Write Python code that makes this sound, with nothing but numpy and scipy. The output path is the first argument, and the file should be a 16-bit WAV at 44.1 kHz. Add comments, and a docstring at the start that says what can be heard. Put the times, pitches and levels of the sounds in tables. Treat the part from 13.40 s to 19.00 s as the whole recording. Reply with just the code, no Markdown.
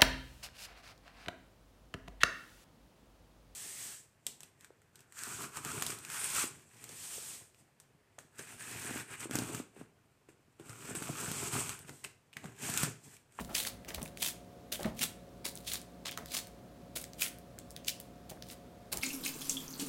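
"""Smoothing sticky film on a craft table

Two hands pat transfer film onto a template in a small room. Patches of film pop in avalanches,
crackling as a palm lands and again as it peels away, and wrinkles buckle with a snap. Fingers ring
the table's modes through the cutting mat, skin rubs over it and leaning arms rumble.
An appliance hums softly in the background."""
import sys
import numpy as np
from scipy import signal
from scipy.fft import rfft, irfft, next_fast_len
from scipy.io import wavfile
from scipy.ndimage import uniform_filter1d

SR = 44100
rng = np.random.default_rng(int(sys.argv[2]) if len(sys.argv) > 2 else 0)


def wav_out(sig):
    """Save sig, one row per channel (or a flat mono array), as 16-bit PCM at SR to the path in sys.argv[1]."""
    wavfile.write(sys.argv[1], SR, np.round(np.clip(np.atleast_2d(sig).T, -1, 1) * 32767).astype(np.int16))


N = 246959

# The spectrum of a snap or tick in the film. 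Each row: frequency in Hz, relative level in dB.
SNAP_SPECTRUM = [(200, -55), (1000, -34), (1600, -7.5), (2300, -4), (4800, -0.5), (9000, -2), (13000, -4),
                 (16000, -1)]


def crinkle(level, treble_db, span_hz, body_db=0, pops_per_s=9000, clump_db=6, clump_hz=140,
            span_db=2.5, span_width_hz=1160, patches=8):
    """Crackling noise: film clings to skin and lets go in avalanches of pops, on many patches at once."""
    # The spectrum of one pop. Each row: frequency in Hz, relative level in dB.
    pop_spectrum = [(100, -11.5), (400, -2), (1000, -1.5), (1600, -0.5), (2300, -2.5), (3700, -5.5),
                    (6000, -2.5), (9000, -1.5), (13000, -4.5), (16000, -4)]
    n = len(level)
    out = np.zeros(n)
    for patch_hz in np.geomspace(2300, 13000, patches):
        pops = (rng.random(n) < pops_per_s / patches / SR) * rng.choice([-1, 1], n)
        size_db = np.minimum(rng.exponential(1, n), 3) + 6 * np.tanh(drift(85, n))
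        pulse = click(pop_spectrum, 0, patch_hz, ring_db=11.5)
        out += signal.fftconvolve(pops * gain_of(size_db), pulse)[:n]
    out += gain_of(span_db) * resonate(out, span_hz, span_width_hz)  # the loose span of film rings
    out /= np.sqrt(uniform_filter1d(out ** 2, size=400) + 1e-9)  # even out the mean flow of pops
    out *= gain_of(clump_db * np.tanh(drift(clump_hz, n)))  # neighbouring patches let go together
    dull = signal.sosfiltfilt(signal.butter(2, 7000, fs=SR, output="sos"), out)
    out = dull + (out - dull) * gain_of(treble_db)  # taut film is brighter
    body = signal.sosfiltfilt(signal.butter(3, 2000, fs=SR, output="sos"), out)
    out += body * (gain_of(body_db) - 1)  # a small lifted patch has less body than film lying flat
    return level * evened(out)


def click(spectrum, treble_db, ring_hz, ring_db, size=512):
    """Impulse response of a popping patch: a minimum-phase pulse of energy 1, heavily damped."""
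    hz = np.fft.rfftfreq(size, 1 / SR)
    db = read(spectrum, hz) + treble_db * hz ** 4 / (hz ** 4 + 4100.0 ** 4)
    db += ring_db / (1 + (4 * (hz / ring_hz - 1)) ** 2)
    log_gain = np.log(gain_of(np.r_[db, db[-2:0:-1]]))
    response = np.exp(np.conj(signal.hilbert(log_gain)))
    pulse = irfft(response[:len(hz)])
    return pulse / np.linalg.norm(pulse)


def presses(land_s=0.0065, spread_db_per_s=58, rest_db_per_s=657):
    """Crushing under load: a landing palm sets off a burst, and sparser pops as its weight settles."""
    # Each row: start in seconds, spreading time in seconds, relative burst level in dB, settling time
    # in seconds, relative settling level in dB, relative treble in dB, ring of the loose film in Hz.
    landings = [(0.0, .004, -47.5, .13, -66, -1.5, 2750), (0.478, 0.022, -46.5, 0.041, -58, -10, 2300),
                (0.538, 0.019, -51.5, 0.15, -58.5, -6, 3680), (1.317, 0.031, -35, 0.14, -60, -5.5, 3480),
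                (2.044, .022, -36.5, 0.15, -53, -7.5, 4200), (2.65, 0.022, -41, 0.075, -50, -19, 3550),
                (3.554, 0.013, -33.5, 0.079, -55, -2.5, 3900), (4.892, 0.0086, -51.5, 0.012, -49, -6, 3600),
                (5.517, 0.011, -33, .1, -44.5, -3.5, 4070)]
    out, t = np.zeros(N), np.arange(SR // 3) / SR
    rise = np.minimum(t / land_s, 1)
    for start, spread_s, burst_db, settle_s, settle_db, treble_db, span_hz in landings:
        burst = gain_of(burst_db - spread_db_per_s * t - rest_db_per_s * np.maximum(t - spread_s, 0))
        settling = gain_of(settle_db - rest_db_per_s * np.maximum(t - settle_s, 0))
        add(out, start, crinkle(rise * burst, treble_db + 9.5, span_hz))
        add(out, start, crinkle(rise * settling, treble_db + 13, span_hz,
                                pops_per_s=1100, clump_db=15, clump_hz=90))
    return out


def peels(tug_db=23, jerk_s=0.0071, sag_db_per_s=27, let_go_db_per_s=700):
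    """Adhesive failure: a lifting hand tugs with a thin rasp, jerks free, peels on and lets go."""
    # Each row: moment of pulling free, tugging time before it and peeling time after it in seconds;
    # relative level, boost at the jerk, relative treble and body in dB; ring of the loose film in Hz.
    lifts = [(0.152, 0.029, 0.083, -35, -2.5, -3.5, -2.5, 3530),
             (0.269, 0.066, 0.012, -39, 2, -3.5, 5, 4200), (0.826, 0.035, 0.065, -34, 4, -3.5, -2.5, 3430),
             (1.626, 0.055, 0.014, -32.5, 1.5, -6, -2.5, 3440),
             (2.278, 0.036, 0.027, -42.5, 2, -9, -10, 3650),
             (2.332, 0.082, 0.025, -37.5, 3.5, -6.5, -2.5, 3870),
             (2.942, 0.063, 0.042, -35, -0.5, -8.5, -3, 4000),
             (3.815, 0.037, 0.055, -36, 8, -2, -1.5, 3000), (4.481, 0.024, 0.021, -38.5, 10, -9, -17, 4340),
             (5.117, 0.12, 0.015, -52, 0, -6, 1, 3870)]
    out, t = np.zeros(N), np.arange(-SR // 9, SR // 4) / SR
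    for free_at, tug_s, length, level_db, jerk_db, treble_db, body_db, span_hz in lifts:
        tug_left, peeled_s = np.maximum(-t / tug_s, 0), np.clip(t, 0, length)
        db = level_db - tug_db * tug_left + jerk_db * np.exp(-(t / jerk_s - 0.5) ** 2)
        db -= sag_db_per_s * peeled_s + let_go_db_per_s * np.maximum(t - length, 0)
        body = body_db - 11 * np.minimum(tug_left, 1)
        treble = treble_db + 8.5 + 12 * peeled_s  # brighter as the patch that still sticks shrinks
        rasp = crinkle(gain_of(db), treble, span_hz, body, span_db=3.5, span_width_hz=1050)
        add(out, free_at + t[0], rasp)
    return out


def snaps(build_s=0.0007, stutter_s=0.00065, size=600):
    """Snap-through buckling: as a wrinkle flips, small pops build to a sharp one and stutter away."""
    # Each row: time in seconds, relative level in dB, ring in Hz, relative treble in dB.
    wrinkles = [(0.0094, -31, 7400, 5), (0.0468, -28.5, 8650, -15), (0.1502, -7.5, 5860, -23),
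                (0.1787, -21, 3570, -6), (0.2006, -14.5, 3330, -20), (0.2493, -17.5, 8700, -27),
                (0.2724, -15.5, 4250, -18), (0.447, -30.5, 1910, -17), (0.5044, -24.5, 1820, -27),
                (0.5459, -15, 3600, -9), (0.6175, -25.5, 2410, -18), (0.6284, -19, 9700, 18),
                (0.6584, -27.5, 1710, -52), (0.7723, -23.5, 8250, -19), (1.325, -11.5, 3400, -9),
                (1.4304, -19.5, 4320, -11), (1.4461, -21.5, 1760, -40), (1.4577, -27, 1770, -21),
                (1.5913, -18.5, 7860, -18), (2.1538, -23, 8600, 17), (2.1736, -23, 4020, 5),
                (2.3173, -17.5, 3880, -22), (2.335, -12.5, 7500, 1), (2.4147, -30, 8410, -5),
                (2.691, -21.5, 2680, -38), (2.7114, -22, 3260, 15), (2.7743, -18, 1580, -13.5),
                (2.858, -25.5, 4170, -13), (3.07, -28, 1690, -3), (3.64, -21.5, 7940, -20),
                (3.733, -29, 6600, -19), (3.8203, -6, 2480, -11), (3.8627, -18.5, 1690, -24),
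                (3.985, -31, 11840, 0), (4.1872, -24, 7300, -10), (4.3055, -27.5, 8100, 1),
                (4.3126, -33, 6850, 3), (4.3632, -21, 2980, -15), (4.4462, -28.5, 6520, -18),
                (4.4823, -6.5, 3170, -9.5), (4.4922, -13, 5000, -6), (4.6002, -21, 11100, -7),
                (4.9014, -28, 6540, -9), (5.023, -23.5, 5100, -22), (5.0863, -29, 4560, 18),
                (5.1, -28, 4970, -22), (5.5717, -13.5, 8500, -3)]
    out, t = np.zeros(N), (np.arange(size) - size // 4) / SR
    mean_db = np.mean(np.transpose(wrinkles)[1])
    for at, db, ring_hz, treble_db in wrinkles:
        slowness = gain_of(0.58 * (db - mean_db))  # big wrinkles take longer
        envelope = np.exp(-np.maximum(t / stutter_s, -t / build_s) / slowness)
        pops = rng.choice([-1, 1], size) * (rng.random(size) < 0.5) * envelope
        pops = evened(pops) / np.sqrt(size) + gain_of(-6) * (t == 0)
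        snap = signal.fftconvolve(pops, click(SNAP_SPECTRUM, treble_db + 9.5, ring_hz, ring_db=8))
        add(out, at + t[0] + 2 * build_s, gain_of(db + 3) * snap / np.linalg.norm(snap))
    return out


def knocks(width_octaves=0.54, rise_cycles=0.83, scuff_s=0.0085):
    """Modal excitation: each blow rings the table's modes that lie near its own centre frequency."""
    # Each row: start in seconds, relative peak in dB, centre in Hz (low for flesh, high for a fingertip).
    blows = [(.004, -36, 213), (0.029, -46, 200), (.091, -39, 1050), (0.556, -40, 80), (.581, -40, 1000),
             (0.614, -34.5, 188), (1.322, -38.5, 496), (1.393, -33, 806), (1.432, -45, 1300),
             (1.445, -29, 1300), (1.4507, -22, 237), (1.456, -30, 570), (1.607, -34, 204),
             (2.058, -38, 400), (2.655, -48, 484), (2.775, -26.5, 1380), (2.82, -46, 168),
             (3.562, -40.5, 510), (4.182, -44.5, 1750), (4.914, -38.5, 714), (4.973, -49.5, 1500),
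             (5.527, -58, 450)]
    # The table under its mat. Each row: nominal frequency in Hz, relative level in dB, T60 in seconds.
    modes = [(79, 11, 0.14), (166, -12.5, 0.18), (235.4, -1.5, 0.061), (400, 1.5, 0.028), (563, -3, 0.052),
             (640, -6, 0.11), (813, -6, 0.057), (1396, -3.5, 0.019), (1600, 7, 0.0079), (1770, 5, 0.01)]
    out, t = np.zeros(N), np.arange(SR // 4) / SR
    for start, db, centre_hz in blows:
        ring = np.zeros(len(t))
        for hz, mode_db, t60 in modes:
            coupling = np.exp(-(np.log2(hz / centre_hz) / width_octaves) ** 2)
            ring_hz = hz * rng.uniform(0.894, 0.988)
            ring += coupling * gain_of(mode_db - 60 * t / t60) * np.sin(2 * np.pi * ring_hz * t)
        ring *= 1 - np.exp(-(t * centre_hz / rise_cycles) ** 2)  # flesh pushes gradually
        scuff = gain_of(-32.5) * np.sqrt(centre_hz / 1000)  # fingertips skid more than flesh
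        push = (t == 0) + scuff * rng.standard_normal(len(t)) * np.exp(-t / scuff_s)
        knock = signal.fftconvolve(push, ring)
        add(out, start, gain_of(db - 3) * knock / abs(knock).max())
    return out


def friction(strokes, spectrum, rise_s, fade_db, gain_db, grip_db, grip_hz, stop_s=0.014):
    """Stick-slip noise: each stroke swells, fades as it slows and stumbles as the skin grips."""
    level, t = np.zeros(N), np.arange(SR // 4) / SR
    for start, length, db in strokes:
        rise = np.minimum(t / rise_s, 1)
        release = np.exp(-np.maximum(t - length, 0) / stop_s)
        add(level, start, rise * gain_of(db - fade_db * t / length) * release)
    rubbing = noise(spectrum) * gain_of(grip_db * np.tanh(drift(grip_hz)))
    return gain_of(gain_db) * level * evened(rubbing)


def rubs():
    """Sliding friction: skin brushes over the mat in strokes that start abruptly."""
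    # Each row: start in seconds, length in seconds, relative level in dB.
    slides = [(0.0, 0.043, -52), (0.094, 0.049, -49.5), (0.47, 0.12, -55.5), (0.578, 0.017, -48.5),
              (0.612, 0.048, -54.5), (1.392, 0.065, -48.5), (1.448, 0.055, -47), (2.777, 0.059, -52),
              (4.912, 0.014, -51.5), (5.52, 0.23, -52.5)]
    # Each row: frequency in Hz, relative level in dB.
    skin_spectrum = [(100, 11), (250, 9.5), (700, 8.5), (1200, 0.5), (2000, -4), (5000, -14), (16000, -21)]
    return friction(slides, skin_spectrum, rise_s=0.0017, fade_db=9, gain_db=5.5, grip_db=4.5, grip_hz=89)


def shoves():
    """Friction under load: arms leaning on the table make a low rumble."""
    # Each row: start in seconds, length in seconds, relative level in dB.
    leans = [(0.0, 0.076, -49), (.545, .08, -58), (5.54, .1, -48)]
    # Each row: frequency in Hz, relative level in dB.
    rumble_spectrum = [(20, -17), (36, -1), (50, 4), (90, -20), (200, -3), (400, -44), (1500, -32)]
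    return friction(leans, rumble_spectrum, rise_s=0.02, fade_db=10, gain_db=1, grip_db=4, grip_hz=30)


def creep(ticks_per_s=9, patches=6):
    """Creep under tension: the stretched film gives faint ticks at random moments."""
    out = np.zeros(N)
    for patch_hz in np.geomspace(2300, 9000, patches):
        ticks = rng.random(N) < ticks_per_s / patches / SR
        sizes = gain_of(-np.minimum(rng.exponential(1, N), 2))
        out += signal.fftconvolve(ticks * sizes, click(SNAP_SPECTRUM, 0, patch_hz, ring_db=16))[:N]
    return gain_of(-46.5) * out


def room(x, tail_db=-11, early_db=-9.5):
    """Reverberation: early reflections off table and body, then a tail that dies sooner in the treble."""
    # Each row: frequency in Hz, reverberation time T60 in seconds.
    decay_times = [(200, 0.7), (1500, 0.39), (4000, 0.32), (9000, 0.31), (15000, 0.22)]
    taps = rng.choice([-1., 1.], SR // 2) * (rng.random(SR // 2) < 0.12)
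    taps[:SR // 150] = 0
    hz, t, bands = signal.stft(taps, SR, nperseg=256)
    decay = gain_of(-60 * t / read(decay_times, hz)[:, None])
    tail = signal.istft(bands * decay, SR, nperseg=256)[1]
    echo = gain_of(tail_db) * tail / np.linalg.norm(tail)
    early_delays = rng.integers(SR // 900, SR // 70, size=8)
    echo[early_delays] += gain_of(early_db) * rng.choice([-1, 1], size=8) / np.sqrt(8)
    return signal.fftconvolve(x, echo)[:N]


def snap_echoes(directions=4):
    """Directivity: a wrinkle throws a different pop each way, and each returns by its own path."""
    return sum(room(snaps()) for _ in range(directions)) / np.sqrt(directions)


def background(waver=0.064):
    """Tones over broadband noise: an appliance's wavering hum and its fan, with the room's faint hiss."""
    # The hum's partials and two noise spectra. Each row: frequency in Hz, relative level in dB.
    partials = [(59.2, -63.5), (118.4, -69), (177.6, -64), (247.6, -66.5), (473.7, -75), (554.5, -64.5),
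                (635.2, -72), (710.6, -64.5)]
    fan_spectrum = [(20, -39), (40, -18), (54, 4.5), (75, -7.5), (100, -0.5), (180, -1), (240, -1),
                    (320, -4), (500, -6.5), (740, -10.5), (880, -29), (1200, -22), (3000, -54)]
    air_spectrum = [(470, -74), (800, -3), (2800, -13.5), (2980, -13.5), (3590, -13), (5270, -16.5),
                    (15500, -22.5)]
    hum, t = np.zeros(N), np.arange(N) / SR
    for hz, db in partials:
        amplitude = np.sqrt(2) * gain_of(db) * (1 + waver * drift(5.9))
        hum += amplitude * np.sin(2 * np.pi * (hz * t + rng.random()) + waver * drift(2.1))
    return gain_of(-0.5) * hum + gain_of(-56) * noise(fan_spectrum) + gain_of(-65.5) * noise(air_spectrum)


def gain_of(db):
    """Decibels to amplitude."""
    return 10 ** (np.asarray(db) / 20)


def evened(x):
    """Normalisation to rms 1."""
    return x / np.sqrt(np.mean(x ** 2) + 1e-20)


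def read(points, hz):
    """Interpolation of a table on a log-frequency axis."""
    point_hz, value = np.transpose(points)
    return np.interp(np.log(hz + 1), np.log(point_hz + 1), value)


def add(mix, start, sound):
    """Superposition: a sound joins the mix at start seconds."""
    part = mix[max(round(start * SR), 0):][:len(sound)]
    part += sound[:len(part)]


def noise(spectrum):
    """Spectral shaping: steady noise of rms 1 with the given spectrum."""
    shape = gain_of(read(spectrum, np.fft.rfftfreq(N, 1 / SR)))
    return evened(irfft(rfft(rng.standard_normal(N)) * shape, N))


def drift(rate_hz, size=N):
    """Low-passed noise: a random wander of rms 1, no faster than about rate_hz."""
    length = next_fast_len(size, True)
    lowpass = np.exp(-(np.fft.rfftfreq(length, 1 / SR) / rate_hz) ** 2)
    return evened(irfft(rfft(rng.standard_normal(length)) * lowpass, length)[:size])


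def resonate(x, hz, width_hz):
    """A damped resonance with a gain of about 1 at hz."""
    pole_radius = np.exp(-np.pi * width_hz / SR)
    pole = pole_radius * np.exp(2j * np.pi * hz / SR)
    return 2 * signal.lfilter([1 - pole_radius], [1, -pole], x).real


def scene():
    """Direct and reflected sound of film, hands and table add to the steady background."""
    sliding = rubs() + shoves()
    hands = gain_of(0.84) * presses() + gain_of(-0.7) * peels() + creep() + knocks() + sliding
    return (hands + room(hands) + snaps() + snap_echoes() + background())[None]


def record(dry, bass_hz=41, edge_hz=16020):
    """Band limiting: a small microphone loses the deep bass, and a steep low-pass cuts the top treble."""
    thin = signal.sosfilt(signal.butter(4, bass_hz, "highpass", fs=SR, output="sos"), dry)
    lowpass = signal.firwin(511, edge_hz, window=("kaiser", 9), fs=SR)
    return signal.oaconvolve(thin, lowpass[None], "same")


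dry = scene()
out = record(dry)
wav_out(out)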